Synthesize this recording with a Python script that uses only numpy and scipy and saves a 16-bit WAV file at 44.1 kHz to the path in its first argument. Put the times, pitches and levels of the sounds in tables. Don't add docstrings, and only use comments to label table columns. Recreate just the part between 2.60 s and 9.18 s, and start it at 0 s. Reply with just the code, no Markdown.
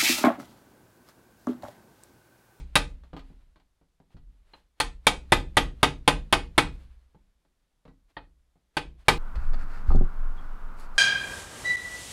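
import sys
import numpy as np
from scipy import signal
from scipy.fft import rfft, irfft, next_fast_len
from scipy.io import wavfile
from scipy.ndimage import uniform_filter1d, map_coordinates

SR = 44100
rng = np.random.default_rng(int(sys.argv[2]) if len(sys.argv) > 2 else 0)


def transcribe(u):
    v = np.clip(np.atleast_2d(u).T, -1, 1)
    q = np.round(v * 32767).astype(np.int16)
    wavfile.write(sys.argv[1], SR, q)


N = 290178

# start_s, level_db, seated_0_to_1,
# low_mode_hz, low_mode_db, high_mode_hz, high_mode_db, pin_ring_hz
TAPS = [(-.125, -3, 0, 2300, -16.5, 3600, -20.5, 10330), (0.153, -2.5, 0.3, 2704, -12, 3800, -15, 10610),
        (1.933, -36, 0.3, 2886, -8.5, 4100, -4, 9800), (2.199, -8.5, 0.06, 2249, -20, 4330, -16.5, 9430),
        (2.466, -2.5, 0.21, 2270, -6, 3604, -16.5, 9900), (2.719, -3, .9, 1965, -13.5, 3518, -15, 11550),
        (2.967, -3, 1, 1966, -13.5, 3539, -20, 11320), (3.228, -3, 0.92, 2233, -12, 3561, -16.5, 10100),
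        (3.475, -2.5, 0.87, 1940, -23, 3587, -16, 9950), (3.724, -3, 0.9, 1535, -20.5, 3534, -18, 9900),
        (3.977, -2.5, 0.98, 2198, -14, 3570, -16, 9850), (5.565, -24, 0.35, 1900, -3.5, 4470, -23, 9900),
        (6.166, -11, .5, 1583, -9, 4565, -22, 9500), (6.481, -2, 1, 2282, -10, 3580, -26.5, 11500)]
# start_s, level_db, hardness_db_per_octave
TOUCHES = [(0.434, -45, 2), (0.53, -28, -3), (0.564, -31.5, 2.5), (0.591, -44, 5.5), (0.7, -49, -7),
           (0.728, -56, -1), (0.957, -48, 2), (0.997, -56.5, 4.5), (1.211, -52.5, -3), (1.399, -48.5, -2),
           (1.503, -57, 1.5), (1.543, -48.5, -8.5), (1.566, -49.5, 3), (4.545, -46.5, -3.5),
           (4.848, -58.5, 0.5), (5.251, -39, -1.5), (5.277, -40.5, -1.5), (5.954, -56, -1)]
# middle_s, level_db, half_length_s
SWISHES = [(.68, -72, .2), (1.527, -73.5, 0.026), (1.72, -83.5, .14), (1.944, -70.5, 0.1),
           (4.194, -66.5, 0.087), (5.506, -70, .018), (6.411, -63, 0.025)]

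# mode_hz, relative_db, t60_s
HOUSING_MODES = [(157.3, -12.5, 0.39), (266.5, -16.5, 0.32), (293.3, -8.5, 0.22), (358, -19, 0.3),
                 (473.4, -11, 0.27), (610.6, -11.5, 0.051), (835.7, -1.5, 0.16), (897, 2, 0.1),
                 (990, -3.5, 0.033), (1077, -3, 0.069), (1239, -1.5, 0.12), (1500, -11.5, 0.069),
                 (1550, -7, 0.16), (1743, -8.5, 0.041), (1950, -7.5, 0.15), (2230, -3, 0.02),
                 (2497, -9, 0.21), (2840, -10.5, 0.021), (2610, -9.5, 0.023), (3257, 0.5, 0.071),
                 (3630, -0.5, 0.034), (3616, -2, .07), (4060, -23, 0.12), (4540, -16, 0.13),
                 (4710, -15.5, .08), (7150, -28, 0.054), (8330, -23, .1), (9226, -20, 0.07)]
# mode_hz, relative_db, t60_s
BENCH_MODES = [(36.8, -2.5, 0.36), (62.3, -19, 1.1), (80, -15.5, 0.33), (173, -24.5, 0.18)]
# mode_hz, relative_db, t60_s
HOLLOW_MODES = [(167.1, 0, 0.236), (269.3, -6.5, 0.41), (305, -6.5, 0.15), (382, -3, 0.038)]

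# freq_hz, relative_db_per_hz
CRACK_COLOUR = [(100, -18.5), (900, 5.5), (2200, -2.5), (4000, -6.5), (6000, -17), (10000, -10.5),
                (13000, -20.5), (16000, -28.5)]
# freq_hz, relative_db_per_hz
CLACK_COLOUR = [(40, -23), (100, -9.5), (220, -6.5), (420, -4), (850, -3), (1350, -4.5), (2400, -4.5),
                (3650, -6), (4100, -10), (4800, -12), (5800, -18), (10000, -21.5), (12500, -33),
                (16000, -46)]
# freq_hz, relative_db_per_hz
TOUCH_COLOUR = [(40, 5), (160, 6.5), (400, 6), (900, 2.5), (2000, -11.5), (4300, -15), (5500, -27.5),
                (10000, -37), (16000, -45)]
# freq_hz, relative_db_per_hz
CLOTH_COLOUR = [(100, 4), (400, 5), (1000, 4), (2000, 1.5), (4300, -3), (5500, -11), (10000, -13),
                (16000, -25)]
# freq_hz, relative_db_per_hz
RUMBLE_COLOUR = [(15, -5), (36, 5.5), (60, -1.5), (100, -19), (170, -22.5), (400, -37.5), (1500, -79.5)]
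# freq_hz, relative_db_per_hz
AIR_COLOUR = [(15, -35.5), (25, -6.5), (87, -20), (195, -20.5), (229, -23.5), (2840, -35.5), (3520, -33),
              (4030, -35), (11600, -40), (16000, -52)]

# freq_hz, gain_db
CUSHIONED_GAIN = [(950, 0), (1900, -7), (4600, -9), (6000, -32.5)]
# freq_hz, gain_db
LOOSE_GAIN = [(300, -3.5), (950, -1.5), (1900, -1.5), (4600, 1), (6000, 4)]
# freq_hz, gain_db
SEATED_GAIN = [(300, 3), (950, 0.5), (1900, 1), (4600, -0.5), (6000, -1)]

# freq_hz, t60_s
GARAGE_DECAY = [(60, .5), (160, 0.51), (420, 0.24), (1100, 0.2), (3000, 0.21), (8000, .22), (15000, 0.09)]
# delay_s, gain_db
NEARBY_PATHS = [(0, 2.5), (.005, -4.5), (.008, -9.5), (0.0148, -9)]

ONSET_DELAY_S = 0.0018
BAND_LIMIT_HZ = 16200
PIN_PING_HZ, PIN_PING_DB = 9310, -23.5
PIN_RING_DB, PIN_RING_T60_S = -26.5, 0.15
FIRM_DB, LIGHT_DB = -8, -21
BENCH_DB = -11.5
TILT_LOW_HZ, TILT_PIVOT_HZ, TILT_HIGH_HZ = 110, 590, 2960
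SHUDDER_TAP_DB = -30.5
SHUDDER_TOUCH_DB, SHUDDER_HZ = -26, 41.8
SHUDDER_RISE_S, SHUDDER_T60_S = 0.02, 1
SWING_DB, SWING_LEAD_S, SWING_HALF_LENGTH_S = -64, 0.012, 0.017
SETTLE_DB, SETTLE_RISE_S, SETTLE_T60_S = -62.5, 0.03, 1.9
REST_RUSTLE_DB, REST_RUMBLE_DB = -90.5, -76.5


def amp(db):
    return 10 ** (np.asarray(db) / 20)


def unit(x):
    return x / np.sqrt(np.mean(x ** 2) + 1e-20)


def along(points, hz):
    point_hz, value = np.transpose(points)
    return np.interp(np.log(hz + 1), np.log(point_hz + 1), value)


def noise(colour, size):
    hz = np.fft.rfftfreq(size, 1 / SR)
    white = rfft(rng.standard_normal(size))
    return unit(irfft(white * amp(along(colour, hz)), size))


def coloured(x, points):
    size = 2 * len(x)
    gain = amp(along(points, np.fft.rfftfreq(size, 1 / SR)))
    cepstrum = irfft(np.log(gain))
    cepstrum[1:size // 2] *= 2
    cepstrum[size // 2 + 1:] = 0
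    response = np.exp(rfft(cepstrum))
    return irfft(rfft(x, size) * response)[:len(x)]


def wobble(knots_per_s):
    knots = rng.standard_normal(int(N * knots_per_s / SR) + 4)
    return map_coordinates(knots, [np.arange(N) * knots_per_s / SR])


def add(track, start_s, sound):
    start = round(start_s * SR)
    part = sound[max(-start, 0):max(N - start, 0)]
    track[max(start, 0):][:len(part)] += part


def burst(t, attack_s, length_s, shape):
    return (1 - np.exp(-t / attack_s)) * np.exp(-(t / length_s) ** shape)


def swell(t, middle_s, half_length_s):
    return np.exp(-((t - middle_s) / half_length_s) ** 2)


def dying(t, rise_s, t60_s):
    age = np.maximum(t, 0)
    return (1 - np.exp(-age / rise_s)) * amp(-60 * age / t60_s)


def ring(modes, t, scatter_db, attack_s, blur_hz):
    hz, db, t60_s = np.transpose(modes)[:, :, None]
    strength = amp(db + scatter_db * rng.standard_normal(hz.shape) - 60 * t / t60_s)
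    step = np.sqrt(2 * np.pi * blur_hz / SR)
    drift = np.cumsum(rng.standard_normal(strength.shape), axis=1) * step
    drift = uniform_filter1d(drift, size=200, axis=1)
    sign = (-1) ** np.arange(len(modes))[:, None]
    total = np.sum(sign * strength * np.sin(2 * np.pi * hz * t + drift), axis=0)
    return total * (1 - np.exp(-t / attack_s))


def echoed(x):
    paths = []
    for delay_s, db in NEARBY_PATHS:
        delayed = np.pad(x, (round(delay_s * SR), 0))[:len(x)]
        paths.append(amp(db) * delayed)
    return sum(paths)


def in_garage(x, wet_db, build_s):
    hz, t, bins = signal.stft(rng.standard_normal(len(x)), SR, nperseg=256)
    decay = amp(-60 * t / along(GARAGE_DECAY, hz)[:, None])
    tail = signal.istft(bins * decay, SR, nperseg=256)[1]
    tail = tail * (1 - np.exp(-np.arange(len(tail)) / SR / build_s))
    tail = tail / np.linalg.norm(tail)
    return x + amp(wet_db) * signal.fftconvolve(x, tail)[:len(x)]


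def tilt(hardness_db_per_octave, hz):
    return hardness_db_per_octave * np.log2(hz / TILT_PIVOT_HZ)


def tap_colour(level_db, seated):
    hz = np.transpose(SEATED_GAIN)[0]
    cushioned = np.clip((FIRM_DB - level_db) / (FIRM_DB - LIGHT_DB), 0, 1)
    depth = np.clip(seated, 0, 1)
    gain_db = (1 - depth) * along(LOOSE_GAIN, hz) + depth * along(SEATED_GAIN, hz)
    gain_db = gain_db + cushioned * along(CUSHIONED_GAIN, hz)
    return [*zip(hz, gain_db)]


def garage_air():
    return amp(-79.5) * noise(AIR_COLOUR, N)


def shudder():
    t = np.arange(N) / SR
    jolts = [(s, db + SHUDDER_TAP_DB) for s, db, *_ in TAPS]
    for s, db, hardness in TOUCHES:
        jolts.append((s, db + tilt(hardness, SHUDDER_HZ) + SHUDDER_TOUCH_DB))
    power = sum((amp(db) * dying(t - s, SHUDDER_RISE_S, SHUDDER_T60_S)) ** 2 for s, db in jolts)
    return np.sqrt(power + amp(REST_RUMBLE_DB) ** 2) * noise(RUMBLE_COLOUR, N)


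def sleeve():
    t = np.arange(N) / SR
    swishes = sum(amp(db) * swell(t, middle_s, half_s) for middle_s, db, half_s in SWISHES)
    swings, settling_power = 0, 0
    for s, db, *_ in TAPS:
        swings += amp(db + SWING_DB) * swell(t, s - SWING_LEAD_S, SWING_HALF_LENGTH_S)
        settling_power += (amp(db + SETTLE_DB) * dying(t - s, SETTLE_RISE_S, SETTLE_T60_S)) ** 2
    level = np.sqrt((swishes + swings) ** 2 + settling_power + amp(REST_RUSTLE_DB) ** 2)
    flutter = amp(1.7 * wobble(knots_per_s=28))
    return level * flutter * noise(CLOTH_COLOUR, N)


def hands():
    track, t = np.zeros(N), np.arange(SR // 2) / SR
    low_modes = [mode for mode in HOUSING_MODES if mode[0] < 2000]
    for s, db, hardness in TOUCHES:
        contact = burst(t, attack_s=0.0005, length_s=0.017, shape=1.17)
        contact += burst(t, attack_s=0.00017, length_s=0.0015, shape=2)
        scuff = contact * noise(TOUCH_COLOUR, len(t))
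        hollow = amp(-4) * ring(HOLLOW_MODES, t, scatter_db=1, attack_s=0.0026, blur_hz=3.4)
        body = amp(-18.5) * ring(low_modes, t, scatter_db=8, attack_s=0.00094, blur_hz=7.5)
        heard = in_garage(scuff + body, wet_db=-8, build_s=0.0017) + hollow
        colour = [(hz, tilt(hardness, hz)) for hz in (TILT_LOW_HZ, TILT_HIGH_HZ)]
        add(track, s + ONSET_DELAY_S, amp(db - 12) * coloured(heard, colour))
    return track


def bench():
    track, t = np.zeros(N), np.arange(SR) / SR
    sway = sum(amp(db - 60 * t / t60_s) * np.sin(2 * np.pi * hz * t) for hz, db, t60_s in BENCH_MODES)
    boom = sway * (1 - np.exp(-(t / 0.063) ** 2))
    for s, db, *_ in TAPS:
        add(track, s, amp(db + BENCH_DB) * boom)
    return track


def hammer():
    track, t = np.zeros(N), np.arange(SR // 2) / SR
    for s, db, seated, low_hz, low_db, high_hz, high_db, pin_hz in TAPS:
        crack = amp(1) * burst(t, attack_s=0.001, length_s=0.0022, shape=2) * noise(CRACK_COLOUR, len(t))
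        dent = amp(-2) * np.sin(2 * np.pi * 880 * t) * swell(t, middle_s=0.0016, half_length_s=0.00046)
        push = amp(-5) * np.sin(2 * np.pi * 105 * t) * np.exp(-t / 0.0036)
        clack_level = amp(-0.5) * burst(t, attack_s=0.0023, length_s=0.016, shape=1.4)
        clack = clack_level * noise(CLACK_COLOUR, len(t))
        modes = amp(-7.5) * ring(HOUSING_MODES, t, scatter_db=1, attack_s=0.0006, blur_hz=12)
        sides = in_garage(echoed(crack + dent) + push + clack, wet_db=-13.5, build_s=0.012)
        sides += in_garage(modes, wet_db=-20.5, build_s=0.02)

        spot_modes = [(low_hz, low_db, 0.04), (high_hz, high_db, 0.055)]
        ping_mode = [(PIN_PING_HZ, PIN_PING_DB, 0.012)]
        pin_mode = [(pin_hz, PIN_RING_DB, PIN_RING_T60_S)]
        spot = amp(14.5) * ring(spot_modes, t, scatter_db=0.5, attack_s=0.002, blur_hz=45)
        ping = amp(28.5) * ring(ping_mode, t, scatter_db=0.5, attack_s=0.002, blur_hz=200)
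        singing = ring(pin_mode, t, scatter_db=0.5, attack_s=0.002, blur_hz=130)
        near = in_garage(spot + ping + singing, wet_db=-17.5, build_s=0.01)

        tap = coloured(sides + near, tap_colour(db, seated))
        add(track, s + ONSET_DELAY_S, amp(db - 9.5) * tap)
    return track


def scene():
    return (garage_air() + shudder() + sleeve() + hands() + bench() + hammer())[None]


def record(dry):
    ceiling = 0.9
    rounded = dry / (1 + np.abs(dry / ceiling) ** 6) ** (1 / 6)
    size = next_fast_len(N + SR // 2)
    passed = 1 / (1 + (np.fft.rfftfreq(size, 1 / SR) / BAND_LIMIT_HZ) ** 160)
    return irfft(rfft(rounded, size) * passed, size)[:, :N]


dry = scene()
out = record(dry)
transcribe(out)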